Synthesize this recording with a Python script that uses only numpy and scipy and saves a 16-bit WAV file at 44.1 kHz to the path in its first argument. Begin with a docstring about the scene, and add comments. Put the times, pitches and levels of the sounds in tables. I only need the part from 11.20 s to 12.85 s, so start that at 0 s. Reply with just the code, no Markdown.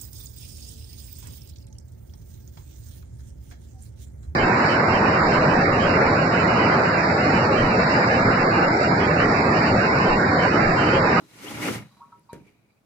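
"""Under an open shelter, a sheet-metal cabinet with a small water tank inside is turned on a table.
Its base scuffs and rumbles over the top as many small slips shake body, panels and edge; a foot squeals.
Bubbles gulp and ring the tank's modes, and a corner knocks down on the cabinet's modes before it settles.
Small dry ticks are noise bursts. Below lie faint outdoor air, as shaped noise, and narrow bands of
distant chirring; the roof and walls add a short dull tail to the water and the knock."""
import sys
import numpy as np
from scipy import signal
from scipy.fft import rfft, irfft
from scipy.io import wavfile
from scipy.ndimage import uniform_filter1d

SR = 44100
rng = np.random.default_rng(int(sys.argv[2]) if len(sys.argv) > 2 else 0)


def boost(x):
    """Linear amplitude factor 10**(x/20) for a level x in decibels (scalar or array-like)."""
    u = np.asarray(x, float) / 20
    return 10 ** u


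def output_pcm(signal):
    """Save a mono or channel-first signal as 16-bit PCM at the path in sys.argv[1].

    Samples are clipped to [-1, 1] before scaling.
    """
    pcm = np.clip(np.atleast_2d(signal).T, -1, 1) * 32767
    wavfile.write(sys.argv[1], SR, np.round(pcm).astype(np.int16))


N = 72765
TIME = np.arange(N) / SR
BIN_HZ = np.arange(N // 2 + 1) * SR / N + 1  # kept above zero for the logarithm

# spectrum of the scuffing hiss, in the drag and after the knock: (frequency [Hz], density [dB per Hz])
HISS_SPECTRUM = [(1880, -2), (3200, -4.5), (4840, -5), (6330, -5), (7380, -7.5), (10300, -9), (14900, -18),
                 (15800, -34)]


def rms_one(x):
    """Scales a signal to an rms of 1."""
    return x / np.sqrt(np.mean(x ** 2) + 1e-20)


def in_time(rows):
    """Draws straight lines through rows of (time [s], values ..), one curve for each value."""
    s, *columns = np.transpose(rows)
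    return [np.interp(TIME, s, column) for column in columns]


def at_hz(points, hz):
    """Reads a curve of (frequency [Hz], value) along a logarithmic frequency axis."""
    points = np.array(points)
    return np.interp(np.log(hz), np.log(points[:, 0]), points[:, 1])


def resonate(x, hz, width):
    """A damped two-pole resonance, with a gain of about 1 at its peak."""
    r = np.exp(-np.pi * width / SR)
    top = [(1 - r * r) / 2, 0, (r * r - 1) / 2]
    bottom = [1, -2 * r * np.cos(2 * np.pi * hz / SR), r * r]
    return signal.lfilter(top, bottom, x + 1e-18)


def band_noise(hz, width):
    """Stereo noise through the same resonance twice, at an rms of 1."""
    noise = rng.standard_normal((2, N))
    return rms_one(resonate(resonate(noise, hz, width), hz, width))


def coloured(x, points):
    """Shapes noise by a spectrum in dB per Hz."""
    return irfft(rfft(x) * boost(at_hz(points, BIN_HZ)), N)


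def unevenness(length_s):
    """Slow random wandering of rms 1: noise averaged twice over a short length."""
    span = int(length_s * SR)
    return rms_one(uniform_filter1d(uniform_filter1d(rng.standard_normal(N), span), span))


def spread(pair, alike):
    """Two signals become left and right, tilted and lagged by the cabinet's place to one side."""
    # left over right at the microphones: (frequency [Hz], level difference [dB])
    left_over_right = [(200, -1.2), (700, -0.2), (1500, 0), (5000, 4.5), (8000, -2), (15000, -10.5)]
    left_lead_s = .00009
    alike = np.clip(alike, 0, 1)
    shared, opposed = np.sqrt(1 + alike) * pair[0], np.sqrt(1 - alike) * pair[1]
    both = (shared + opposed * [[1], [-1]]) / np.sqrt(2)
    side = np.array([[.5], [-.5]])
    tilt = boost(side * at_hz(left_over_right, BIN_HZ))
    lag = np.exp(2j * np.pi * BIN_HZ * side * left_lead_s)
    return irfft(rfft(both) * tilt * lag, N)


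def glide(s, length, from_hz, to_hz, db):
    """A short tone that swells, slides in pitch and fades."""
    u = np.clip((TIME - s) / length, 0, 1)
    cycles = length * (from_hz * u + (to_hz - from_hz) * u * u / 2)
    return boost(db) * np.sin(np.pi * u) * np.sin(2 * np.pi * cycles)


def outdoors():
    """Smooth air noise, wider in the treble, and three distant chirring bands that come and go."""
    # open air at the microphones: (frequency [Hz], relative density [dB per Hz])
    air_spectrum = [(15, -63), (25, 3.5), (165, -9.5), (261, -11), (403, -16.5), (557, -15), (1550, -25),
                    (2200, -31.5), (15800, -38)]
    # (frequency [Hz], left-right likeness [0-1])
    air_alike = [(60, 0.98), (300, 0.28), (1000, 0.3), (4000, .02)]
    # distant chirring: (centre [Hz], width [Hz])
    chirr_bands = [(2340, 320), (3930, 330), (4700, 300)]
    # (time [s], level of each band before its patches [dB] x 3)
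    chirr_levels = [(.62, -99, -71, -99), (.73, -92, -71, -71), (.86, -84, -80, -101),
                    (1.05, -97, -94, -77.5), (1.085, -98, -94, -95), (1.097, -70, -70, -72),
                    (1.22, -72.5, -89, -105), (1.3, -69.5, -94, -86), (1.39, -77, -85.5, -99),
                    (1.561, -75, -91, -91), (1.65, -84, -99, -99)]
    air_db = -64.5
    patchy_db, patch_s = 3.5, 0.015

    mid, side = coloured(rng.standard_normal((2, N)), air_spectrum)
    alike = np.clip(at_hz(air_alike, BIN_HZ), 0, 1)
    mid = irfft(rfft(mid) * np.sqrt(1 + alike), N)
    side = irfft(rfft(side) * np.sqrt(1 - alike), N)
    out = boost(air_db) * rms_one(mid + side * [[1], [-1]])
    for (hz, width), db in zip(chirr_bands, in_time(chirr_levels)):
        out = out + boost(db + patchy_db * unevenness(patch_s)) * band_noise(hz, width)
    return out


def shelter(x):
    """A short dull tail from roof and walls: decaying noise, its own on each side."""
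    t60_s, tail_db = .25, -17
    t = np.arange(N // 3) / SR
    dull = signal.lfilter([.3], [1, -.7], rng.standard_normal((2, len(t))))
    tail = dull * boost(-60 * t / t60_s) * (t > .004)  # nothing returns in the first 4 ms
    tail = tail / np.sqrt(np.sum(tail ** 2) / 2)
    return boost(tail_db) * signal.fftconvolve(x[None], tail, axes=1)[:, :N]


def ticks():
    """Small dry ticks, the last on the knock: dying bursts of noise from a wide resonance."""
    # start of each tick: [s]
    tick_times = [.995, 1.1322]
    # each tick: (level [dB], centre [Hz], width [Hz], t60 [s])
    tick_sounds = [(-58, 10500, 2500, .006), (-48, 5000, 4000, .01)]
    out = 0
    for s, (db, hz, width, t60) in zip(tick_times, tick_sounds):
        decay = (TIME > s) * boost(db - 60 * np.maximum(TIME - s, 0) / t60)
        out = out + spread(band_noise(hz, width) * decay, alike=0.18)
    return out


def gulps():
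    """A bubble sets three modes of the tank ringing, lowest first; each mode beats with a twin."""
    # gulps: (time [s], low mode [dB], middle mode [dB], high mode [dB], delay from mode to mode [s])
    gulp_rows = [(.708, -67, -59, -77, 0.0007), (.7635, -59, -57, -75, 0.001),
                 (0.8065, -44, -41, -49, .009), (0.92, -45.5, -52, -43.5, 0.0011),
                 (1.0897, -41, -46, -60, .0012)]
    # the water level shifts the modes, higher ones more: pitch ratio for each gulp
    pitch_ratios = [1.0, 1.0, 1.0, 1.002, .988]
    # modes of the tank: (frequency [Hz], t60 [s], twin above it by [Hz], twin relative level [dB])
    tank_modes = [(952.5, 0.26, 11.6, -20), (1104, .14, 31.3, -7), (1303, 0.12, 25, -8)]
    # a bubble gliding up: (time [s], length [s], from [Hz], to [Hz], level [dB])
    bubbles = [(.794, .04, 680, 1450, -50)]
    rise_s = .003
    pop_db, pop_t60_s = -6, .04  # the bubble's own short, thick pop, relative to each mode

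    out = sum(glide(*row) for row in bubbles)
    for (s, *dbs, step_s), ratio in zip(gulp_rows, pitch_ratios):
        for k, ((hz, t60, twin_hz, twin_db), db) in enumerate(zip(tank_modes, dbs)):
            t = np.maximum(TIME - s - k * step_s, 0)
            shifted = hz * ratio ** (k + 1)
            twin = boost(twin_db) * np.sin(2 * np.pi * (shifted + twin_hz) * t)
            pair = np.sin(2 * np.pi * shifted * t) + twin
            decay = boost(-60 * t / t60) + boost(pop_db - 60 * t / pop_t60_s)
            rise = (1 - np.exp(-t / rise_s)) ** 2
            out += boost(db) * decay * rise * pair
    return out


def squeak():
    """One foot squeals twice with rising pitch, roughened by slow noise."""
    # squeals: (time [s], length [s], from [Hz], to [Hz], level [dB])
    squeals = [(.257, .024, 2650, 3000, -41), (.278, .016, 2950, 3500, -38.5)]
    ragged_hz, ragged_depth = 250, .5  # how fast and how deep the squeal breaks up
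    lowpass = signal.butter(2, ragged_hz, fs=SR, output="sos")
    slow = rms_one(signal.sosfilt(lowpass, rng.standard_normal((2, N))))
    tone = sum(glide(*row) for row in squeals)
    return spread(tone * (1 + ragged_depth * slow), alike=0.81)


def knock():
    """A corner meets the table with a soft contact: the cabinet's modes, a snap and a dying hiss."""
    # blows on the table: (time [s], level [dB])
    blow_rows = [(1.1312, -33), (1.172, -53), (1.266, -56.5)]
    # modes of the cabinet: (frequency [Hz], relative level [dB], t60 [s])
    cabinet_modes = [(70.6, -14, 0.35), (129, -11, 0.14), (187, -8, 0.27), (245, -13, 0.09),
                     (307, -11, 0.12), (400, 1, 0.025), (440, -6, 0.17), (480, -8, 0.08), (560, -15, 0.15),
                     (1600, 0, 0.008), (2320, -14, 0.05)]
    # the edge snaps, treble first: (time [s], length [s], from [Hz], to [Hz], level [dB])
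    snap = (1.1303, .0009, 13500, 6000, -36)
    contact_s = .00045
    rattle_db, rattle_t60_s = -39, .2  # loose panels keep shaking the modes after a blow
    hiss_db, hiss_t60_s = -52, 0.13

    blows = np.zeros(N)
    for s, db in blow_rows:
        blows[int(s * SR)] = boost(db)
    contact = np.hanning(int(contact_s * SR) + 3)
    blows = signal.fftconvolve(blows, contact)[:N] * 2 / (contact_s * SR + 2)
    shake_decay = boost(rattle_db - 60 * np.arange(N // 4) / SR / rattle_t60_s)
    shake = shake_decay * rng.standard_normal(N // 4)
    blows = blows + signal.fftconvolve(blows, shake)[:N]

    body = 0
    for hz, db, t60 in cabinet_modes:
        r, w = boost(-60 / (t60 * SR)), 2 * np.pi * hz / SR
        top, bottom = [0, boost(db) * np.sin(w)], [1, -2 * r * np.cos(w), r * r]
        body = body - signal.lfilter(top, bottom, blows + 1e-18)

    t = TIME - blow_rows[0][0]
    hiss = rms_one(coloured(rng.standard_normal((2, N)), HISS_SPECTRUM))
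    hiss = hiss * (t > 0) * boost(hiss_db - 60 * np.abs(t) / hiss_t60_s)
    crack = np.tile(glide(*snap), (2, 1))  # one pulse fed twice, so "alike" only weights the sides
    return body, spread(hiss, alike=0.11) + spread(crack, alike=0.48)


def drag():
    """Dense uneven slips of the base over the table shake the low body, the panels and the edge, and hiss."""
    # the turn: (time [s], boom [dB], rumble [dB], panel ring [dB], edge scratch [dB], hiss [dB])
    turning = [(0, -56, -50, -56, -92, -63.5), (0.081, -64, -67.5, -71, -68, -60.5),
               (0.217, -51, -49.5, -55.5, -51.5, -48.5), (0.247, -56, -39.5, -55, -49, -42.5),
               (0.273, -45.5, -42.5, -43, -43, -45.5), (.305, -39, -42, -43, -45.5, -41),
               (.35, -37.5, -42.5, -45, -41.5, -43.5), (0.397, -37.5, -38.5, -41, -44, -42.5),
               (0.428, -35, -35, -36.5, -34, -36), (0.482, -38.5, -28, -31.5, -31.5, -35.5),
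               (0.508, -35, -30.5, -45, -42.5, -38), (0.549, -34, -40.5, -38, -40.5, -37.5),
               (0.595, -39, -47.5, -47.5, -48, -50), (0.652, -49, -67, -61, -60, -64),
               (0.699, -59.5, -83, -72.5, -72.5, -67.5)]
    # then it rocks a little, and settles after the knock: same columns
    settling = [(.78, -62.5, -74.5, -67, -77, -68), (.885, -63, -70, -69.5, -82, -73.5),
                (.93, -58, -72.5, -63, -84, -73), (.99, -61, -64, -89, -74, -75.5),
                (1.099, -73, -91, -70, -109, -74.5), (1.146, -45, -49, -57, -61, -69),
                (1.23, -54, -64.5, -85, -81, -73.5), (1.275, -66, -64.5, -72.5, -67, -68.5),
                (1.36, -67, -70.5, -91, -79.5, -81), (1.65, -77, -91, -100, -98, -99)]
    # resonances of the low body, panels and edge: (frequency [Hz], width [Hz], relative level [dB])
    boom = [(60, 44, -7.5), (119.3, 11.5, 0), (148.2, 21.5, -2), (203.8, 46, 1)]
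    rumble = [(249.6, 44, -0.5), (301.4, 20.3, 1.5), (335, 20.7, -1), (409, 16, -3), (496, 68, -6)]
    panel = [(601, 153, -2), (830, 68, -1), (994, 62, -3), (1166, 87, -2.5), (1382, 210, 1)]
    edge = [(1730, 450, -2), (1960, 200, 2.5), (2165, 87, 2.5), (2376, 230, 1), (2830, 205, -1),
            (3300, 720, -6.5)]
    # left-right likeness of boom, rumble, panel, edge, hiss: [0-1]
    likeness = [0.88, 0.72, 0.5, 0.4, 0.02]
    # the feet grab and let go unevenly, least felt in the hiss: depth for each layer [dB]
    judder_depths = [1.2, 1.5, 1.7, 1.5, .3]
    judder_s = .003
    boom_slips_per_s, slip_spread_db = 1500, 3

    def shaken(slips, modes):
        """Slips ring a layer's resonances, with alternating sign."""
        total = 0
        for j, (hz, width, db) in enumerate(modes):
            total = total + (-1) ** j * boost(db) / np.sqrt(width) * resonate(slips, hz, width)
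        return total

    out = 0
    judder = unevenness(judder_s)
    layers = [boom, rumble, panel, edge, None]  # the last is the hiss
    levels = in_time(list(turning) + list(settling))
    for k, (modes, level_db, alike) in enumerate(zip(layers, levels, likeness)):
        chance = boom_slips_per_s * 2.5 ** k / SR  # each higher layer slips 2.5 times as often
        slips = (rng.random((2, N)) < chance) * rng.choice([-1, 1], (2, N))
        strength_db = slip_spread_db * np.minimum(rng.exponential(1, (2, N)), 5)
        slips = slips * boost(judder_depths[k] * judder + strength_db)
        moving = slips * boost(level_db)
        if modes is None:
            steady, layer = coloured(slips, HISS_SPECTRUM), coloured(moving, HISS_SPECTRUM)
        else:
            steady, layer = shaken(slips, modes), shaken(moving, modes)
        out = out + spread(layer / np.sqrt(np.mean(steady ** 2)), alike)
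    return out


def scene():
    """Water and knock, slightly stronger on the right, with their tail, over the other layers."""
    water = gulps()
    body, crack = knock()
    near = water * boost(np.array([[-.3], [.3]])) + body * boost(np.array([[-.7], [.7]]))
    return near + crack + shelter(water + body) + ticks() + drag() + squeak() + outdoors()


def band_limit(x):
    """A steep low-pass at the top of the band."""
    return signal.sosfilt(signal.butter(12, 16330, fs=SR, output="sos"), x)


def record(dry):
    """The microphones drop the deep bass."""
    mic_cut_hz = 96.4
    highpass = signal.butter(2, mic_cut_hz, "high", fs=SR, output="sos")
    mix = signal.sosfilt(highpass, dry)
    return band_limit(mix)


dry = scene()
out = record(dry)
output_pcm(out)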